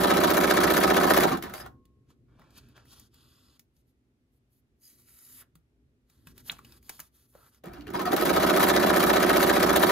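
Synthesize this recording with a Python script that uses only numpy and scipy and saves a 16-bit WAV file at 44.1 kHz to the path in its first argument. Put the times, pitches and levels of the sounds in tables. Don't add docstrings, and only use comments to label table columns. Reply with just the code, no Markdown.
import sys
import numpy as np
from scipy import signal
from scipy.fft import rfft, irfft, next_fast_len
from scipy.io import wavfile
from scipy.ndimage import uniform_filter1d

SR = 44100
rng = np.random.default_rng(int(sys.argv[2]) if len(sys.argv) > 2 else 0)


def dump_mix(stems):
    frames = np.atleast_2d(stems).T
    limited = np.clip(frames, -1, 1)
    pcm = np.round(limited * 32767).astype(np.int16)
    wavfile.write(sys.argv[1], SR, pcm)


def volts_from_decibels(level):
    exponent = np.asarray(level, float) / 20
    return 10 ** exponent


N = 437031
T = np.arange(N) / SR
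FAST = next_fast_len(N)
HZ = np.fft.rfftfreq(FAST, 1 / SR)
FULL_SPEED = 15.035


def evened(x):
    return x / np.sqrt(np.mean(x ** 2) + 1e-20)


def read(points, hz):
    f, value = np.transpose(points)
    return np.interp(np.log(hz + 1), np.log(f + 1), value)


def curves(tables):
    rows = np.vstack(tables)
    gaps = []
    for a, b in zip(tables, tables[1:]):
        if b[0][0] - a[-1][0] > .2:
            gaps.append((a[-1][0] + .015, b[0][0] - .004))
    rows = rows[np.argsort(rows[:, 0])]
    s = np.sort(np.r_[rows[:, 0], np.ravel(gaps)])
    inside = np.isin(s, rows[:, 0])
    return [np.interp(T, s, np.interp(s, rows[:, 0], c) - 60 * ~inside) for c in rows.T[1:]]


def band(x, points, lo_hz, hi_hz):
    edges = 1 / np.sqrt((1 + (lo_hz / (HZ + 1)) ** 8) * (1 + (HZ / hi_hz) ** 8))
    return evened(irfft(rfft(x, FAST) * volts_from_decibels(read(points, HZ)) * edges, FAST)[:N])


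def highpass(x, order, hz):
    return signal.sosfilt(signal.butter(order, hz, "high", fs=SR, output="sos"), x)


def ring(x, hz, width):
    r, w = np.exp(-np.pi * width / SR), 2 * np.pi * hz / SR
    return signal.lfilter([0, np.sin(w)], [1, -2 * r * np.cos(w), r * r], x)


def grainy(per_s, spread_db, share):
    hits = (rng.random(N) < per_s / SR) * volts_from_decibels(spread_db * np.minimum(rng.exponential(1, N), 4))
    bursts = signal.lfilter([1], [1, -.97], hits)
    return rng.standard_normal(N) * (1 - share + share * evened(bursts))


def add(mix, s, sound):
    part = mix[round(s * SR):][:len(sound)]
    part += sound[:len(part)]


# (t/s, turns)
SHAFT = [(-.0311, -2), (1.2322, 17), (1.268, 17.52), (1.315, 18), (1.423, 18.52), (1.535, 19),
         (1.627, 19.2), (7.64, 19.21), (7.733, 19.52), (7.867, 20), (7.935, 20.52), (7.993, 21),
         (8.054, 21.52), (8.116, 22), (8.163, 22.52), (8.21, 23), (8.251, 23.52), (8.293, 24), (8.4285, 26),
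         (9.959, 49)]
# (t/s, level/dB)
RUNS = [
    [(1.15, -26), (1.24, -25), (1.34, -34.5), (1.41, -45), (1.44, -42), (1.6, -49.5), (1.665, -45.5)],
    [(7.637, -44.5), (7.73, -46), (7.86, -55), (7.925, -41), (7.95, -34), (8.0, -38), (8.13, -33),
     (8.25, -29), (8.45, -26)],
]


def machine():
    turns = np.interp(T, *np.transpose(SHAFT))
    speed = uniform_filter1d(np.gradient(turns) * SR, 2500)
    level_db, = curves(RUNS)
    body = casing(level_db, speed) + rattle(turns, speed, *rattle_levels(level_db))
    body += whine() + clunks()
    body = highpass(body, 3, 170)
    rough = body + arm() + table_shake(level_db)
    return rough, drone(turns, speed, level_db) + hum(turns, speed, level_db)


def at_turns(share, jitter_s):
    s, turns = np.transpose(SHAFT)
    when = np.interp(np.arange(-1, 49) + share, turns, s) + jitter_s * rng.standard_normal(50)
    return np.clip(np.round(when * SR).astype(int), 0, N - 1), when > 0


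def nearness(hz, centre_hz):
    return volts_from_decibels(-14 * abs(np.log2(hz / centre_hz)))


# (share of turn, level/dB, centre f/Hz, sign of push)
KNOCKS = [(0.027, -7.5, 899, 0.99), (0.124, -2.5, 553.2, 0.78), (0.162, -1, 403, -1.2), (0.174, 1, 1300, 1),
          (0.292, -1, 745, 0.81), (.32, 3.5, 320, 0.89), (0.531, 0, 280.7, 0.94), (0.669, -3.5, 1257, 0.93),
          (0.701, 2, 270, 1), (0.851, -8.5, 337.4, 1), (0.909, 0.5, 383.6, 1), (.94, -4.5, 615.8, 1),
          (.99, 3.5, 2300, 0.81)]
# (f/Hz, width/Hz, level/dB)
CASING = [(184, 47, 1.5), (360, 43, 2), (592.4, 49, -6), (692, 41, -2), (765, 50, 3), (942, 19, -5),
          (1070, 190, -17), (1279, 70, 3), (1534, 75, -1), (2300, 59, -8.5)]


def casing(level_db, speed):
    drone_top_hz, uneven = 760, .16
    drive, hz = np.zeros((len(CASING), N)), np.array(CASING)[:, :1]
    for share, db, centre_hz, sign in KNOCKS:
        at, live = at_turns(share, .0001)
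        merged = (hz < drone_top_hz) * np.clip(speed[at] / FULL_SPEED, 0, 1) ** 3
        size = 1 - merged + uneven * rng.standard_normal(50)
        drive[:, at] += nearness(hz, centre_hz) * np.sign(sign) * live * volts_from_decibels(db) * size
    drive += 0.015 * rng.standard_normal(N)
    drive *= volts_from_decibels(level_db)
    modes = np.zeros(N)
    for k, (mode_hz, width, db) in enumerate(CASING):
        modes += (-1) ** k * volts_from_decibels(db) * ring(drive[k], mode_hz, width)
    return volts_from_decibels(3.5) * modes


ORDER_DB = [-47, -50, -41, -36, -34, -45, -38, -47, -35, -38, -41, -36, -35, -33, -33, -31, -42, -30, -39,
            -39, -46, -48, -42, -42, -45, -39, -43, -42, -43, -39, -32, -38, -47, -35, -44, -42, -39, -39,
            -45, -44, -35]
# (shaft order, level/dB)
GEAR_ORDERS = [(65, -36), (71, -43), (78, -41)]


def drone(turns, speed, level_db):
    waver_db = 3.5
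    out, orders = np.zeros(N), np.arange(len(ORDER_DB)) + 9
    slow = np.arange(0, N + 512, 512)
    for k in np.arange(9, 60):
        timing = 0
        for share, db, hz, sign in KNOCKS:
            push = sign * volts_from_decibels(db) * nearness(k * FULL_SPEED, hz)
            timing += push * np.exp(-2j * np.pi * k * (share + .03))
        line_db = np.interp(k * speed[::64] / FULL_SPEED, orders, ORDER_DB, left=-75, right=-75)
        drift = uniform_filter1d(rng.standard_normal(len(slow)), 8)
        waver = np.interp(T[::64] * SR, slow, drift)
        gain = np.repeat(volts_from_decibels(line_db + waver_db * waver), 64)[:N]
        out += gain * np.cos(2 * np.pi * k * turns + np.angle(timing))
    gears = sum(volts_from_decibels(db) * np.cos(2 * np.pi * k * turns) for k, db in GEAR_ORDERS)
    out += (speed / FULL_SPEED) ** 6 * gears
    return np.sqrt(2) * volts_from_decibels(level_db + 22) * uniform_filter1d(out, 8)


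def hum(turns, speed, level_db):
    push = np.sin(2 * np.pi * 4 * turns) + .15 * np.sin(2 * np.pi * 2 * turns)
    return volts_from_decibels(-40.5 + 19 + level_db) * (speed / FULL_SPEED) ** 2 * push


def table_shake(level_db):
    return volts_from_decibels(level_db - 18.5) * band(rng.standard_normal(N), FLOOR, 44, 240)


# (f/Hz, level/dB per Hz)
RATTLE = [(150, -3), (350, -2), (900, -0.5), (1300, -9), (1800, -6), (2300, -17), (2800, -15.5),
          (3900, -18), (5400, -28.5), (6300, -31.5), (8300, -29.5), (10500, -31), (12800, -29.5),
          (15500, -35.5)]
# (share of turn, level/dB, f/Hz, t60/s, scatter/dB)
TICKS = [(.02, -28.5, 6400, 0.014, 4), (.06, -29, 6300, .012, 4), (.07, -31, 12000, .008, 0),
         (.17, -31.5, 6500, .01, 4), (.06, -25, 3895, .015, -1.5), (.07, -25, 860, .02, 2.5),
         (.11, -18.5, 1781, .02, -3.5), (.145, -23, 1151, .018, 1), (.185, -29, 4000, .01, 6.5),
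         (.3, -18, 860, .025, 4.5), (.65, -26, 2200, .015, 6.5), (.7, -22.5, 1150, .02, 3.5),
         (.77, -27, 999, .02, -1), (.91, -23.5, 950, .02, -3), (.96, -25.5, 2250, .015, 3)]
# (share of turn, level/dB, f/Hz, t60/s, scatter/dB)
SWING_TICK = (.18, -22, 12600, .004, 1.5)
# (tick level/dB, top rattle level/dB)
PATTERN = [(7, 4), (10, 3.5), (-3, 0.5), (-4, -1), (-4.5, 0), (0.5, -0.5)]


def rattle(turns, speed, mid_db, high_db):
    noise = clatter(grainy(700, 3.5, .3))
    depth = np.clip(speed / 6.9, .47, 1)
    mid, high, top = depth * swells(turns)
    tick_db, swing_db = np.transpose(PATTERN)
    top = top + swing_db[stitch_step(np.floor(turns))]
    out = band(noise, RATTLE, 550, 5500) * volts_from_decibels(mid_db + 0.68 + mid)
    out += band(noise, RATTLE, 5300, 9600) * volts_from_decibels(high_db - 8.0 + high)
    out += band(noise, RATTLE, 8600, 15000) * volts_from_decibels(high_db - 6.0 + top)
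    for row in TICKS + [SWING_TICK]:
        share, db, hz, t60, scatter_db = row
        at, live = at_turns(share, 0.00042)
        clicks = np.zeros(N)
        scatter = .7 * scatter_db * np.clip(rng.standard_normal(50), -2, 1.5)
        swing = (row is SWING_TICK) * tick_db[stitch_step(np.arange(-1, 49))]
        clicks[at] = live * volts_from_decibels(db + scatter + swing + high_db[at] + 32.5)
        out += ring(clicks, hz, 2.2 / t60) + .6 * ring(clicks, hz * .87, 4.4 / t60)
    return out


def clatter(x):
    z = signal.stft(x, nperseg=256)[2]
    patches = rng.standard_normal(z.shape)
    for axis in (0, 1):
        patches = uniform_filter1d(patches, size=3, axis=axis)
    return signal.istft(z * volts_from_decibels(1.8 * evened(patches)), nperseg=256)[1][:N]


# (start share, length share, mid level/dB, high level/dB, top level/dB)
STROKE = [(.03, .05, 6, 10, 5.5), (.1, 0.08, 7, 3, 2), (.22, 0.12, -2.5, -5, -2.5), (.56, .06, 1.5, 1, 4),
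          (.64, 0.11, 3, 3.5, -0.5), (.8, .15, -1.5, -5.5, .5)]


def swells(turns):
    rise_db, fall_db, hush_db = 149.5, 169.5, -18.5
    slow, out = turns[::16], hush_db
    for start, length, *db in STROKE:
        since = slow - start + .3
        share = since % 1 - .3
        uneven = rng.standard_normal(60)[np.floor(since).astype(int) + 3]
        slope = rise_db * np.maximum(-share, 0) + fall_db * np.maximum(share - length, 0)
        out = np.maximum(out, np.array(db)[:, None] + 1.5 * uneven - slope)
    return np.repeat(out, 16, axis=1)[:, :N]


def stitch_step(turn):
    return (turn - 3 - (turn > 19)).astype(int) % len(PATTERN)


def rattle_levels(level_db):
    cracks = np.zeros(N)
    for s, db, _, crack_db in CLUNKS:
        cracks[round(s * SR)] = volts_from_decibels(db + crack_db + 12.0)
    levels = []
    for full_db, growth, db, t60 in [(-28.5, 1.264, -15.5, .12), (-33.5, 1.5, -23.5, .06)]:
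        steady = volts_from_decibels(full_db + growth * (level_db + 25.5))
        shaken = volts_from_decibels(db) * signal.lfilter([1], [1, -volts_from_decibels(-60 / t60 / SR)], cracks)
        levels.append(20 * np.log10(steady + shaken))
    return levels


# (f/Hz, level/dB per Hz)
FLOOR = [(32, -13), (52, -0.5), (130, -4.5), (180, -8.5), (250, -3), (330, -7.5), (500, -14), (900, -22),
         (2000, -23.5), (5000, -31), (9000, -35.5), (12500, -33.5), (14000, -42.5), (16000, -47)]
# (t/s, level/dB)
RUMBLE = [(1.62, -51), (1.75, -55.5), (1.85, -64), (2.7, -59.5), (3.7, -69.5), (4.85, -70.5), (5.0, -64.5),
          (5.15, -70), (5.4, -67), (5.6, -68), (6.1, -70), (6.28, -59.5), (6.35, -57), (6.42, -59),
          (6.8, -61.5), (7.05, -70), (7.63, -68.5), (7.7, -51)]
# (f/Hz, width/Hz, level/dB)
ROOM_MODES = [(58, 22, -26), (127, 16, -31), (257, 10, -40), (420, 6, -50)]
# (f/Hz, share)
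FLOOR_ALIKE = [(60, 0.89), (180, 1), (550, 0.67), (1650, -0.33), (4970, -0.029), (15000, -0.12)]


def floor():
    a, b = rng.standard_normal((2, N))
    c = np.clip(read(FLOOR_ALIKE, HZ), -1, 1)
    other = irfft(c * rfft(a, FAST) + np.sqrt(1 - c ** 2) * rfft(b, FAST), FAST)[:N]
    pair = np.array([a, other])
    lumps = uniform_filter1d(uniform_filter1d(rng.standard_normal(N), 2500), 2500)
    rumble_db = np.interp(T, *np.transpose(RUMBLE)) + 1.2 * evened(lumps)
    tones = sum(volts_from_decibels(db) * ring(pair, hz, width) for hz, width, db in ROOM_MODES)
    tones = highpass(tones, 4, 44)
    wash = np.array([band(x, FLOOR, 15, 440) for x in pair])
    hiss = np.array([band(x, FLOOR, 600, 17000) for x in pair])
    return volts_from_decibels(rumble_db) * evened(wash + tones) + volts_from_decibels(-84.5) * hiss


def room(x):
    t = np.arange(SR // 2) / SR
    taps = rng.standard_normal((2, len(t))) * (t > .006)
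    dull = signal.lfilter([.1], [1, -.9], taps) * volts_from_decibels(-60 * t / 0.21)
    tail = dull + 0.015 * taps * volts_from_decibels(-60 * t / 0.06)
    return signal.fftconvolve(x[None], tail / np.linalg.norm(tail[0]), axes=1)[:, :N]


# (start t/s, length t/s, from f/Hz, to f/Hz, peak level/dB)
WHINE = [(1.275, .03, 1376, 1300, -29), (1.31, .055, 1230, 980, -29), (1.325, .055, 340, 320, -28.5),
         (7.779, .12, 290, 314, -46), (7.94, .028, 954, 917, -25), (7.983, .072, 1061, 1020, -30.5),
         (8.048, .065, 1306, 1196, -29.5), (8.122, .035, 740, 779, -21), (8.175, .025, 1255, 1270, -28),
         (8.06, .05, 742, 697, -26), (1.548, .045, 4770, 5000, -50.5), (1.6, .022, 4890, 5080, -46),
         (7.953, .03, 5000, 5000, -46), (8.057, .02, 4800, 4880, -42)]


def whine():
    out = np.zeros(N)
    for start, length, from_hz, to_hz, db in WHINE:
        t = np.arange(0, length, 1 / SR) / length
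        jitter, flutter = (evened(uniform_filter1d(v, size=200)) for v in rng.standard_normal((2, len(t))))
        hz = (from_hz + (to_hz - from_hz) * t) * (1 + .022 * jitter)
        swell_db = np.interp(t, [0, .15, 1], [-10, 0, -10])
        gain = volts_from_decibels(db + swell_db + 4.5 * flutter) * signal.windows.tukey(len(t), .2)
        add(out, start, gain * np.sin(2 * np.pi * np.cumsum(hz) / SR))
    return out


def hit(db, hz, t60, thud_db=-30, crack_db=-6):
    t = np.arange(6000) / SR
    decay = volts_from_decibels(-60 * t / (.25 * t60)) + .09 * volts_from_decibels(-60 * t / (2.5 * t60))
    burst = rng.standard_normal(len(t)) * decay
    burst *= 1.5 * np.minimum(t / .002, 1)
    modes = ring(burst, hz, .3 * hz) - .7 * ring(burst, 1.7 * hz, .5 * hz)
    tone = evened(modes) * np.std(burst)
    crack = signal.lfilter([.6, .12, -.48], [1], burst)
    thud = volts_from_decibels(thud_db + 1.0) * np.sin(2 * np.pi * 170 * t) * volts_from_decibels(-60 * t / 0.098)
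    return volts_from_decibels(db) * (1.2 * volts_from_decibels(crack_db) * crack + 0.47 * tone + 0.082 * burst + thud)


# (t/s, peak level/dB, ring f/Hz,
# crack level/dB beside the peak)
CLUNKS = [(1.3715, -30.5, 303.4, -8.5), (1.4239, -29.5, 1875, -5.5), (1.4353, -24.5, 226.4, -19),
          (1.455, -33, 299, -21.5), (1.496, -41, 1476, -8), (1.537, -31.5, 869, -5),
          (1.538, -38, 1490, -6.5), (1.577, -37.5, 1530, -20), (1.423, -34, 2246, -19.5),
          (1.538, -36, 4000, -23), (1.6, -40, 1620, -9), (1.661, -32.5, 900, -17.5),
          (7.638, -29.5, 417, -45), (7.6565, -37, 349, -13.5), (7.7335, -44, 2600, -5),
          (7.8074, -41, 2800, -25), (7.868, -35.5, 1900, -24), (7.902, -44, 1900, -3),
          (7.935, -32, 1200, -14), (7.9509, -25, 343, -32), (7.993, -31, 2920, -11),
          (8.054, -28.5, 1850, -7), (8.118, -35, 3000, -18), (8.163, -22.5, 3500, -5.5),
          (8.197, -28, 3090, -24), (8.251, -27.5, 3000, -2.5), (8.13, -25.5, 780, -17),
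          (8.0161, -20, 360, -18.5), (8.134, -9.5, 338, -31), (8.229, -17, 337, -41),
          (8.186, -23.5, 350, -30.5), (8.272, -19.5, 345.5, -29), (8.296, -20.5, 700, -31.5),
          (8.308, -17, 348.3, -35), (7.82, -52, 2500, -16), (7.878, -41.5, 2980, -16)]


def clunks():
    out = np.zeros(N)
    for s, db, hz, crack_db in CLUNKS:
        add(out, s, hit(db, hz, 0.087, -24, crack_db))
    return out


# (f/Hz, level/dB per Hz)
RUSTLE = [(400, 14.5), (800, -9), (1400, -6), (2200, -15.5), (3200, -6), (4500, -3.5), (6000, -8.5),
          (8400, -8.5), (10500, -4), (13000, -5.5), (15500, -15)]


def rustle():
    noise = shifting(grainy(300, 4, .17), 1.6)
    edges_hz = [(850, 2000), (2000, 8500), (8500, 17000)]
    return sum(gain * band(noise, RUSTLE, *edge) for gain, edge in zip(strokes(), edges_hz))


# (start t/s, length t/s, start level/dB, end level/dB, brightness/dB)
CLEARING = [(2.106, 0.031, -71, -85, -5), (2.29, .09, -92, -86, -17.5), (2.392, 0.14, -76.5, -80.5, -14.5),
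            (2.511, 0.072, -79.5, -55.5, -0.5), (2.585, 0.14, -74.5, -75, -7),
            (2.767, 0.11, -66, -86, -14.5), (2.86, 0.076, -72, -55, 4.5), (2.963, 0.11, -60.5, -71.5, 3),
            (3.14, 0.43, -68.5, -71.5, 2), (3.765, 0.05, -83.5, -88, 16.5), (3.88, .03, -88.5, -89, 18.5)]
# (start t/s, length t/s, start level/dB, end level/dB, brightness/dB)
SORTING = [
    (1.55, 0.066, -57.5, -58, 9),
    (4.33, .05, -92, -94.5, 11.5),
    (4.527, 0.07, -87.5, -90, 15),
    (4.833, 0.051, -72.5, -69.5, 14.5),
    (4.897, 0.071, -66, -75, 10.5),
    (4.99, 0.069, -68.5, -78, 9.5),
    (5.073, 0.34, -70, -61, 11.5),
    (5.423, 0.019, -76, -87, -13.5),
]
# (start t/s, length t/s, start level/dB, end level/dB, brightness/dB)
FEEDING = [(6.103, 0.17, -76.5, -84, 1), (6.277, 0.043, -65.5, -70, 1.5), (6.364, 0.042, -70, -62, 2),
           (6.448, 0.035, -70, -52, 8), (6.51, 0.14, -59.5, -79.5, -1.5), (6.648, 0.13, -69, -67, 1.5),
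           (6.835, 0.052, -73, -66, 6), (6.925, 0.059, -62.5, -67, 6.5), (6.998, 0.078, -67.5, -72.5, 4.5),
           (7.15, .11, -72, -76, 6), (7.288, 0.21, -84, -78, 14.5), (7.35, 0.13, -78.5, -76, -11.5),
           (7.531, 0.051, -71.5, -74.5, 1)]
# (body level/dB, hiss level/dB)
SHEETS = [
    (-5.5, -12.5),
    (-2.5, -3.5),
    (-3, -3),
]


def strokes():
    rise_db, fall_db = 598.5, 900
    slow, power = T[::32], 0
    for rows, (body_db, hiss_db) in zip([CLEARING, SORTING, FEEDING], SHEETS):
        for start, length, start_db, end_db, bright_db in rows:
            end = start + length
            db = np.interp(slow, [start - .1, start, end, end + .15],
                           [start_db - .1 * rise_db, start_db, end_db, end_db - .15 * fall_db])
            tilt_db = np.array([[body_db - bright_db], [0], [hiss_db + bright_db]])
            power = power + volts_from_decibels(db + tilt_db) ** 2
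    return [np.interp(T, slow, np.sqrt(p)) for p in power]


# (from t/s, to t/s, from f/Hz, to f/Hz, level/dB)
SHEET_SHAPE = [(2.304, 3.57, 1985, 2220, -16.5), (2.86, 3.576, 1666, 1750, -9),
               (3.103, 3.572, 5930, 5920, -10.5), (3.1, 3.57, 4910, 5040, 4),
               (3.097, 3.57, 7100, 7100, 0.5), (3.14, 3.57, 1200, 1150, 6), (3.14, 3.567, 3400, 3500, 6),
               (2.25, 2.76, 2200, 2580, 7.5), (4.8, 5.34, 3610, 3350, -10.5), (4.8, 5.42, 5670, 5450, -1),
               (4.804, 5.45, 1936, 1890, 9.5), (4.802, 5.45, 2243, 2210, 10), (5.1, 5.419, 4260, 4300, -8),
               (4.83, 4.88, 5000, 4900, 14), (4.798, 4.95, 6460, 6370, 7), (5.056, 5.45, 1400, 1200, 7),
               (6.5, 7.068, 5660, 6000, -9), (6.52, 6.75, 2600, 2500, 5.5), (7.35, 7.595, 1293, 1260, 6)]


def shifting(x, patchy_db):
    hz, t, z = signal.stft(x, SR, nperseg=512)
    patches = uniform_filter1d(uniform_filter1d(rng.standard_normal(z.shape), 8, 0), 30, 1)
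    db = patchy_db * evened(patches)
    for from_s, to_s, from_hz, to_hz, shape_db in SHEET_SHAPE:
        centre_hz = np.interp(t, [from_s, to_s], [from_hz, to_hz])
        away = np.log2((hz[:, None] + 1) / centre_hz) / 0.078
        db = db + shape_db * np.exp(-away ** 2) * ((t > from_s) & (t < to_s))
    return signal.istft(z * volts_from_decibels(db), nperseg=512)[1][:N]


# (f/Hz, level/dB, t60/s)
RING = [(495, -69.5, 1.3), (1082, -64, .95)]


def arm():
    out, t = np.zeros(N), np.arange(SR) / SR
    add(out, 1.66, sum(volts_from_decibels(db - 60 * t / t60) * np.sin(2 * np.pi * hz * t) for hz, db, t60 in RING))
    return out


def hands():
    return rustle() + taps() + snaps() + flick()


def light_hits(rows, thud_db):
    out = np.zeros(N)
    for s, db, hz, crack_db in rows:
        add(out, s, hit(db, hz, 0.067 * (1000 / hz) ** 0.21, thud_db, crack_db))
    return out


# (t/s, peak level/dB, ring f/Hz, crack level/dB beside the peak)
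TAPS = [(1.853, -54.5, 4320, -7), (2.103, -55, 1070, -15), (2.394, -46, 730, -24), (2.577, -48.5, 1450, 0),
        (3.142, -60, 2900, 7), (3.594, -52.5, 7100, 10), (3.597, -62, 2500, -2), (3.765, -58, 7110, -10.5),
        (5.553, -52, 1290, -4), (5.554, -49.5, 4500, -4), (6.098, -62, 1280, 3), (6.27, -39.5, 1570, -7)]


def taps():
    return light_hits(TAPS, -7.5)


# (t/s, peak level/dB, ring f/Hz, crack level/dB beside the peak)
SNAPS = [(2.417, -45.5, 1160, -26), (2.505, -50, 4800, -13), (2.686, -54, 5000, -4),
         (2.765, -50, 3800, -14), (2.776, -43.5, 1350, -23), (2.853, -53, 1200, -8), (2.93, -50, 4420, -12),
         (2.97, -63, 4500, -3), (2.996, -54, 3240, 11), (5.084, -56, 1500, -10), (5.38, -56, 1200, -14),
         (5.418, -48, 1610, -8), (6.378, -36.5, 4600, -5), (6.484, -48, 4000, -4), (6.49, -39, 1000, -19),
         (6.5, -50, 3000, -17), (6.505, -31, 1500, -18), (6.516, -26.5, 6900, -24), (6.52, -40, 3400, -12),
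         (6.524, -38, 800, -19), (6.566, -47, 1640, -18), (6.585, -44, 2200, -12), (6.589, -36, 1120, -25),
         (6.647, -39.5, 2900, -13), (6.721, -41.5, 5070, -10), (6.827, -59, 3000, 4),
         (6.884, -53, 1290, -5), (6.893, -29.5, 2940, -2), (6.895, -35.5, 950, 1), (6.992, -34, 1140, -7),
         (7, -37.5, 3050, 7.5), (7.001, -39, 1300, -12), (7.351, -38.5, 592, -34), (7.545, -58, 1305, 2)]


def snaps():
    return light_hits(SNAPS, -24.5)


# (t/s, level/dB, from f/Hz, to f/Hz, glide t/s, t60/s)
POP = (6.4965, -21, 900, 4250, .0011, .009)


def flick():
    s, db, from_hz, to_hz, glide_s, t60 = POP
    out, t = np.zeros(N), np.arange(0, 2 * t60, 1 / SR)
    hz = to_hz + (from_hz - to_hz) * np.exp(-t / glide_s)
    swell = np.minimum(t / glide_s * 2, 1) * volts_from_decibels(-60 * np.maximum(t - 1.9 * glide_s, 0) / t60)
    add(out, s, volts_from_decibels(db) * swell * np.sin(2 * np.pi * np.cumsum(hz) / SR))
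    return out


def ports(x, lead, lean, alike, late_s):
    grid = np.arange(0, SR, 25)
    delay_s = np.interp(HZ, grid, rng.uniform(.002, late_s, len(grid)))
    other = np.exp(-2j * np.pi * np.cumsum(delay_s) * HZ[1])
    c = np.clip(read(alike, HZ), -1, 1)
    z, g = rfft(x, FAST), volts_from_decibels(read(lean, HZ) / 2)
    right = z / g * (c * np.exp(-1j * read(lead, HZ)) + np.sqrt(1 - c ** 2) * other)
    return irfft(np.array([z * g, right]), FAST)[:, :N]


# (f/Hz, lead/rad)
MACHINE_LEAD = [(230, -.05), (430, -.6), (780, 1.8), (1120, 6), (2330, 6.2), (2840, 7.6), (4650, 7.5),
                (5250, 7.9), (5680, 4.7), (6630, 5.5), (7580, 3.6), (8300, 3.4), (13200, .2), (16000, -.2)]
# (f/Hz, level/dB)
MACHINE_LEAN = [(60, -.5), (110, 0), (230, .5), (300, -8), (400, -9.5), (700, 1), (1290, 0.0), (2380, 1.4),
                (4400, .4), (8400, 0), (15000, 0)]
# (f/Hz, share)
ALIKE = [(60, .9), (190, .99), (350, .96), (700, .8), (1400, .85), (2800, .68), (5600, .58), (7600, .9),
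         (8500, .99), (13000, .92)]
# (f/Hz, lead/rad)
HAND_LEAD = [(300, 0), (1460, -.8), (3190, .6), (4050, -1), (5500, -2), (5800, -2.9), (6370, -.5),
             (8100, -2.5), (9200, -4), (16000, -6.6)]


def scene():
    (sewing, lines), paper = machine(), hands()
    near = ports(sewing, MACHINE_LEAD, MACHINE_LEAN, ALIKE, .02)
    near += ports(lines, MACHINE_LEAD, MACHINE_LEAN, [(100, 1), (9000, 1)], .02)
    paper_alike = [(1000, .95), (3000, .8), (6500, .75), (8300, .9)]
    near += ports(paper, HAND_LEAD, [(100, 0), (9000, 0)], paper_alike, .005)
    return near + volts_from_decibels(-17.0) * room(sewing + paper) + floor()


def band_limit(x):
    return signal.sosfilt(signal.butter(12, 16480, fs=SR, output="sos"), x)


def record(dry):
    edge = signal.firwin(801, 15750, window=("kaiser", 9), fs=SR)
    mix = signal.oaconvolve(dry, edge[None], "same")
    return band_limit(mix)


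dry = scene()
out = record(dry)
dump_mix(out)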